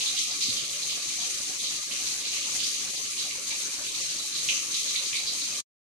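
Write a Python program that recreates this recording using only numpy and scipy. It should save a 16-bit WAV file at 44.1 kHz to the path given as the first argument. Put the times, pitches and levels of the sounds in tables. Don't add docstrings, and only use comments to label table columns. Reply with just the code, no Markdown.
import sys
import numpy as np
from scipy import signal
from scipy.fft import rfft, irfft, next_fast_len
from scipy.io import wavfile
from scipy.ndimage import uniform_filter1d

SR = 44100
rng = np.random.default_rng(int(sys.argv[2]) if len(sys.argv) > 2 else 0)


def log_audio(samples):
    frames = np.atleast_2d(samples).T
    limited = np.clip(frames, -1, 1)
    pcm = np.round(limited * 32767).astype(np.int16)
    wavfile.write(sys.argv[1], SR, pcm)


N = 257537
FFT_SIZE = 2 * next_fast_len(N)
BIN_HZ = np.fft.rfftfreq(FFT_SIZE, 1 / SR)

# start in seconds, level in dB before the envelope,
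# pitch in Hz, sharpness as Q, rise time constant in seconds, time to fall 60 dB in seconds.
SPLASHES = [(0.007, -27.5, 3400, 1.7, 0.0008, 0.3), (0.06, -26.5, 3690, 3.5, 0.0008, 0.38),
            (0.166, -27, 3530, 1.4, 0.0019, 0.62), (0.186, -29, 6050, 4.6, 0.0019, 0.52),
            (0.306, -33, 4400, 2.3, 0.0026, 0.49), (0.409, -26.5, 4250, 2.2, 0.0017, 0.35),
            (0.422, -26, 4060, 1.3, 0.0012, 0.4), (0.48, -28.5, 4200, 2.9, 0.0053, 0.41),
            (0.562, -29.5, 3550, 1.16, 0.0023, 0.81), (0.733, -39, 3060, 3.7, 0.0022, 0.25),
            (0.821, -33.5, 4120, 2.6, 0.0025, 0.48), (0.894, -29.0, 3380, 1.2, 0.0014, 0.53),
            (1.089, -35.5, 3460, 2.1, 0.0029, 0.37), (1.208, -33, 3560, 1.8, 0.0021, 0.52),
            (1.592, -33.5, 3600, 3.1, 0.0015, 0.38), (1.639, -30, 3840, 1.8, 0.0024, 0.67),
            (1.911, -32.5, 2760, 0.94, 0.0019, 0.52), (2.056, -32.5, 4330, 4.2, 0.0026, 0.36),
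            (2.2, -35.5, 3970, 1.7, 0.0015, 0.41), (2.234, -36.5, 2340, 1.7, 0.0048, 0.33),
            (2.249, -32.5, 3930, 3.0, 0.0016, 0.63), (2.329, -37.5, 2840, 2.6, 0.0014, 0.33),
            (2.362, -35.5, 2350, 1.6, 0.002, 0.34), (2.422, -35, 3290, 1.2, 0.0018, 0.41),
            (2.591, -28.5, 3600, 1.3, 0.0029, 0.47), (2.632, -27.5, 4370, 1, 0.0016, 0.58),
            (2.737, -36.5, 3020, 1, 0.0023, 0.69), (2.959, -33.5, 4150, 1.8, 0.0025, 0.36),
            (3.173, -30.0, 3840, 1.7, 0.0056, 0.64), (3.3, -39, 2260, 2.8, 0.0017, 0.47),
            (3.505, -32.5, 2330, 3.7, 0.0032, 0.25), (3.507, -31.5, 4000, 2.5, 0.0016, 0.27),
            (3.838, -36.5, 2980, 1.4, 0.0034, 0.51), (3.875, -38.5, 3650, 3.2, 0.0018, 0.51),
            (3.941, -31.5, 4030, 3.2, 0.0022, 0.24), (4.081, -33.5, 3600, 0.87, 0.0019, 0.7),
            (4.186, -38.5, 4000, 3.9, 0.0019, 0.95), (4.317, -36.5, 3950, 3.6, 0.0012, 0.32),
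            (4.338, -32.5, 4000, 2.9, 0.0038, 0.77), (4.485, -28.5, 6180, 4.9, 0.0043, 0.82),
            (4.488, -24.5, 2740, 1.9, 0.00087, 0.34), (4.559, -36, 2570, 3.2, 0.0025, 0.46),
            (4.709, -36, 3900, 3.9, 0.0013, 0.3), (4.741, -29.5, 3750, 2, 0.0019, 0.65),
            (4.877, -31.5, 3870, 2.7, 0.003, 0.61), (4.953, -31.5, 2380, 2, 0.0012, 0.3),
            (4.956, -25.5, 3810, 5.1, 0.00094, 0.33), (5.057, -30, 4270, 2.3, 0.0017, 0.19),
            (5.128, -33.5, 3320, 2.4, 0.001, 0.35), (5.129, -31, 2230, 3.1, 0.001, 0.48),
            (5.153, -30.5, 3980, 2.8, 0.0014, 0.66), (5.265, -28, 4240, 2.1, 0.0038, 0.52),
            (5.413, -32.5, 4130, 3.4, 0.0015, 0.4)]
# time in seconds, level in dB before each layer's own offset.
SIMMER_LEVEL = [(0.0, -33), (0.1, -33), (0.27, -34), (0.38, -35.0), (0.47, -33), (0.65, -36.5),
                (0.84, -33.5), (0.9, -36.5), (1.0, -34.5), (1.5, -33), (1.6, -37), (1.77, -34),
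                (1.8, -37.5), (1.95, -36.5), (2.08, -32), (2.25, -37.5), (2.33, -32.5), (2.53, -33.5),
                (2.56, -32.0), (2.69, -35.5), (2.86, -34.5), (3.23, -35), (3.41, -37.0), (3.51, -34.5),
                (3.64, -34.5), (3.77, -36), (3.91, -37.5), (4.0, -32.5), (4.18, -36.0), (4.36, -36.5),
                (4.42, -34.0), (4.6, -33.5), (4.68, -39), (4.77, -32.5), (5.06, -33.5), (5.18, -35),
                (5.39, -36), (5.49, -34.0), (5.6, -34.5)]
# frequency in Hz, relative density in dB per Hz.
FIZZ_COLOUR = [(700, -25), (1500, -17), (1650, -22), (1900, -8.5), (2350, -4), (2900, -5.5), (3500, -2.8),
               (4200, 0.5), (5200, -1.75), (5700, 2.5), (6400, 5.5), (7300, 0), (9500, -5.5),
               (12000, -14.5), (14600, -30)]


def from_db(db):
    return 10 ** (np.asarray(db) / 20)


def rms_one(x):
    return x / np.sqrt(np.mean(x ** 2) + 1e-20)


def in_time(rows):
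    return np.interp(np.arange(N) / SR, *np.transpose(rows))


def per_bin(points):
    hz, value = np.transpose(points)
    return np.interp(np.log(BIN_HZ + 1), np.log(hz), value)


def colour(x, gain):
    return irfft(rfft(x, FFT_SIZE) * gain, FFT_SIZE)[..., :N]


def drift(rate_hz):
    pole = np.exp(-80 * np.pi * rate_hz / SR)
    noise = rng.standard_normal(N // 40 + 2002)
    slow = signal.lfilter([1], [1, -2 * pole, pole * pole], noise)[2000:]
    return np.interp(np.arange(N) / 40, np.arange(len(slow)), rms_one(slow))


def resonate(x, hz, width_hz):
    pole = np.exp(-np.pi * width_hz / SR)
    top = np.array([1, 0, -1]) * (1 - pole * pole) / 2
    bottom = [1, -2 * pole * np.cos(2 * np.pi * hz / SR), pole * pole]
    return signal.lfilter(top, bottom, x + 1e-18)


def collapses(size, per_s, spread_db):
    born = rng.random((2, size)) < per_s / SR
    strength = from_db(spread_db * np.minimum(rng.exponential(1, (2, size)), 4))
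    return rms_one(born * strength * rng.choice([-1, 1], (2, size)))


def ringing_bubbles(per_s, cycles, low_hz, high_hz):
    out, t = np.zeros((2, N + SR)), np.arange(SR // 8) / SR
    count = int(per_s * N / SR)
    for when, size, strength, *phases in rng.random((4000, 5))[:count]:
        turns = t * low_hz * (high_hz / low_hz) ** size
        envelope = (1 - np.exp(-turns)) * from_db(12.4 * strength - 60 * turns / cycles)
        at = int(when * N)
        out[:, at:at + len(t)] += envelope * np.sin(2 * np.pi * (turns + np.c_[phases]))
    return rms_one(out[:, :N])


def rumble():
    # frequency in Hz, relative density in dB per Hz.
    rumble_colour = [(20, -6.5), (40, -12), (70, -3), (90, -2), (150, 1), (200, -0.6), (295, 0.4),
                     (400, -1), (470, -5.5), (540, -3), (750, -7), (1050, -5.5), (1400, -5), (1700, -4.5),
                     (2500, -37)]
    # frequency in Hz, correlation (no unit).
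    port_likeness = [(30, 0.18), (100, 0.25), (280, 0.73), (480, 0.51), (750, 0.069), (1500, 0.056)]
    band_edges = [0, 180, 400, 650, 850, 1100, 1400, 30000]
    level_db, churn_db, churn_hz = -50, 0.63, 34
    gurgle_db, gurgle_hz = 1.84, 14.7

    mid, side = collapses(N, per_s=4000, spread_db=3.0)
    alike = np.clip(per_bin(port_likeness), -1, 1)
    gain = from_db(per_bin(rumble_colour))
    shared = colour(mid, gain * np.sqrt(1 + alike))
    opposed = colour(side, gain * np.sqrt(1 - alike)) * [[1], [-1]]
    water = rms_one(shared + opposed)

    gurgling = 0
    for low, high in zip(band_edges, band_edges[1:]):
        band = colour(water, (BIN_HZ >= low) & (BIN_HZ < high))
        gurgling = gurgling + band * from_db(gurgle_db * drift(gurgle_hz))
    return from_db(level_db + churn_db * drift(churn_hz)) * rms_one(gurgling)


def plops():
    return from_db(-59) * ringing_bubbles(per_s=40, cycles=66, low_hz=518.3, high_hz=1407)


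def bumps():
    # start in seconds, level in dB before a shared lift of 13.5 dB
    # and the envelope, pitch in Hz, time to fall 60 dB in seconds.
    bump_rings = [(0.484, -40.5, 247, 0.04), (0.488, -54, 113, 0.16)]
    out = np.zeros(N)
    for start_s, level_db, hz, t60_s in bump_rings:
        t = np.maximum(np.arange(N) / SR - start_s, 0)
        swell = 1 - np.exp(-t / 0.0032)
        decay = from_db(level_db + 13.5 - 60 * t / t60_s)
        out += decay * swell * np.sin(2 * np.pi * hz * t)
    return out


def pings():
    rings = ringing_bubbles(per_s=260, cycles=130, low_hz=2307, high_hz=7100)
    level = from_db(in_time(SIMMER_LEVEL) - 9)
    return rms_one(colour(rings, from_db(per_bin(FIZZ_COLOUR)))) * level


def fizz():
    offset_db, waver_db, waver_hz = 2, 0.5, 7.2
    fine_db, fine_waver_db, fine_follows = -40, 1.0, 0.51
    spray_above_hz = 8300

    flurries = from_db(0.83 * drift(25))
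    gain = from_db(per_bin(FIZZ_COLOUR))
    fine_share = 1 / (1 + (spray_above_hz / (BIN_HZ + 1)) ** 12)
    coarse_clicks = collapses(N, per_s=9000, spread_db=2.0) * flurries
    fine_clicks = collapses(N, per_s=9000, spread_db=2.5) * flurries
    coarse = rms_one(colour(coarse_clicks, gain * np.sqrt(1 - fine_share)))
    fine = rms_one(colour(fine_clicks, gain * np.sqrt(fine_share)))

    vigour = from_db(in_time(SIMMER_LEVEL) + offset_db + waver_db * drift(waver_hz))
    fine_level = from_db(fine_db + fine_waver_db * drift(waver_hz))
    return coarse * vigour + fine * rms_one(vigour) ** fine_follows * fine_level


def pops():
    # start in
    # seconds, level in dB at the top of the swell, pitch in Hz.
    further_pops = [(0.0084, -19, 3500), (0.0612, -16, 3900), (0.5064, -17, 4260), (1.386, -22, 6100),
                    (3.1659, -23, 6300), (3.311, -23, 2600), (3.7421, -23, 6200), (3.961, -21, 6300),
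                    (4.4883, -11.5, 2800), (4.4926, -18, 2800), (4.4995, -19, 2700), (5.1302, -22, 2500),
                    (5.4205, -23, 4300), (5.4645, -23, 4100)]
    opening_pops = [(s, level_db + 5, hz) for s, level_db, hz, *_ in SPLASHES]
    out, t = np.zeros((2, N + SR)), np.arange(SR // 50) / SR
    t = np.maximum(t - np.array([[.00005], [0]]), 0)
    for start_s, level_db, hz in list(further_pops) + opening_pops:
        cycles = t * hz
        swell = (cycles * np.exp(1 - cycles)) ** 2
        at = round(start_s * SR)
        out[:, at:at + t.shape[1]] += from_db(level_db) * swell * np.sin(2 * np.pi * cycles)
    return out[:, :N]


def spits():
    out, t = np.zeros((2, N + SR)), np.arange(SR // 2) / SR
    for start_s, level_db, hz, q, rise_s, t60_s in SPLASHES:
        crowd = collapses(len(t), per_s=7000, spread_db=2.5)
        crowd = rms_one(resonate(resonate(crowd, hz, hz / q), hz, hz / q))
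        envelope = (1 - np.exp(-t / rise_s)) * from_db(-60 * t / t60_s)
        at = round(start_s * SR)
        out[:, at:at + len(t)] += crowd * from_db(level_db) * envelope
    return out[:, :N]


def basket(x):
    # centre in Hz, width in Hz, nominal lift in dB.
    cavity_modes = [(1186, 80, 5), (1812, 37, 3), (2500, 22, 2), (2870, 36, 1.5), (3090, 94, 2.5),
                    (3500, 150, -2), (4220, 400, 2.5), (4590, 130, 2.5), (6630, 121, 3)]
    return x + sum((from_db(lift_db) - 1) * resonate(x, hz, width_hz)
                   for hz, width_hz, lift_db in cavity_modes)


def kitchen(x):
    t60_s, wet = 0.14, from_db(-7.5)
    t = np.arange(SR // 2) / SR
    noise = rng.standard_normal((2, len(t)))
    tail = rms_one(noise * from_db(-60 * t / t60_s)) / np.sqrt(len(t))
    reflections = signal.fftconvolve(x, tail, axes=1)[:, :N]
    return (x + wet * reflections) / np.sqrt(1 + wet ** 2)


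def lulls(x):
    # centre in seconds, half length in seconds, depth in dB, lower edge in Hz,
    # upper edge in Hz.
    band_dips = [(0.235, 0.053, 8.5, 530, 1120), (0.38, 0.034, 10, 450, 620), (0.8, .06, 4, 740, 930),
                 (0.26, 0.044, 23, 1420, 1750), (0.46, 0.066, 10, 1460, 1690),
                 (1.154, 0.0062, 14, 18, 1000), (1.36, 0.026, 14, 570, 1080),
                 (1.605, 0.024, 4.5, 450, 1790), (1.854, .01, 10, 20, 1900), (2.7, 0.049, 11.5, 820, 1030),
                 (2.924, 0.0061, 23, 20, 1700), (2.966, 0.0059, 26, 20, 1800),
                 (3.098, 0.024, 13, 790, 1070), (4.024, 0.018, 13, 730, 1600), (4.339, 0.021, 8, 410, 1000),
                 (4.779, 0.037, 6.5, 420, 1070), (4.807, 0.037, 18, 1420, 1744),
                 (5.068, 0.025, 4, 610, 1770)]
    t = np.arange(N) / SR
    for centre_s, half_s, depth_db, low_hz, high_hz in band_dips:
        below_high = 1 / (1 + (BIN_HZ / high_hz) ** 40)
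        below_low = 1 / (1 + (BIN_HZ / low_hz) ** 40)
        band = colour(x, below_high - below_low)
        dip = from_db(-depth_db * np.exp(-((t - centre_s) / half_s) ** 2))
        x = x + band * (dip - 1)
    return x


def suppress(x):
    # frequency in Hz, density in dB per Hz.
    background = [(100, -85.5), (300, -83), (700, -82), (1600, -82.5), (2500, -99), (14000, -115)]
    hz, _, frames = signal.stft(x, SR, nperseg=1024, noverlap=768, scaling="psd")
    power = 2 * np.mean(np.abs(frames) ** 2, axis=0)
    power = uniform_filter1d(power, size=4, axis=0)
    power = uniform_filter1d(power, size=7, axis=1)
    floor_hz, floor_db = np.transpose(background)
    above_db = 10 * np.log10(np.abs(power) + 1e-20) - np.interp(hz, floor_hz, floor_db)[:, None]
    gain = from_db(np.clip(2.5 * above_db, -18, 0))
    return signal.istft(frames * gain, SR, nperseg=1024, noverlap=768, scaling="psd")[1][:, :N]


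def scene():
    boil = fizz() + pings() + plops() + rumble()
    no_bass = signal.butter(10, 2050, "high", fs=SR, output="sos")
    sputter = signal.sosfilt(no_bass, spits() + pops(), axis=1)
    return lulls(kitchen(basket(boil + sputter))) + bumps()


def record(dry):
    # frequency in Hz, left minus right in dB.
    port_balance = [(300, -1), (550, -1), (750, 11), (1150, -1), (2200, 0.5), (2900, -4.5), (4000, -5),
                    (5100, -0.5), (5900, 13.5), (6500, 8.5), (7300, 1.5), (8500, -9), (11000, -6),
                    (13500, -21.5)]
    stop_s, stop_t60_s = 5.603, 0.037
    ratio = from_db(per_bin(port_balance))
    port_gains = np.array([ratio, np.ones_like(ratio)]) * np.sqrt(2 / (1 + ratio ** 2))
    heard = suppress(colour(dry, port_gains))
    heard = heard * from_db(-60 * np.maximum(np.arange(N) / SR - stop_s, 0) / stop_t60_s)
    return signal.sosfilt(signal.ellip(12, .1, 90, 14700, fs=SR, output="sos"), heard)


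dry = scene()
out = record(dry)
log_audio(out)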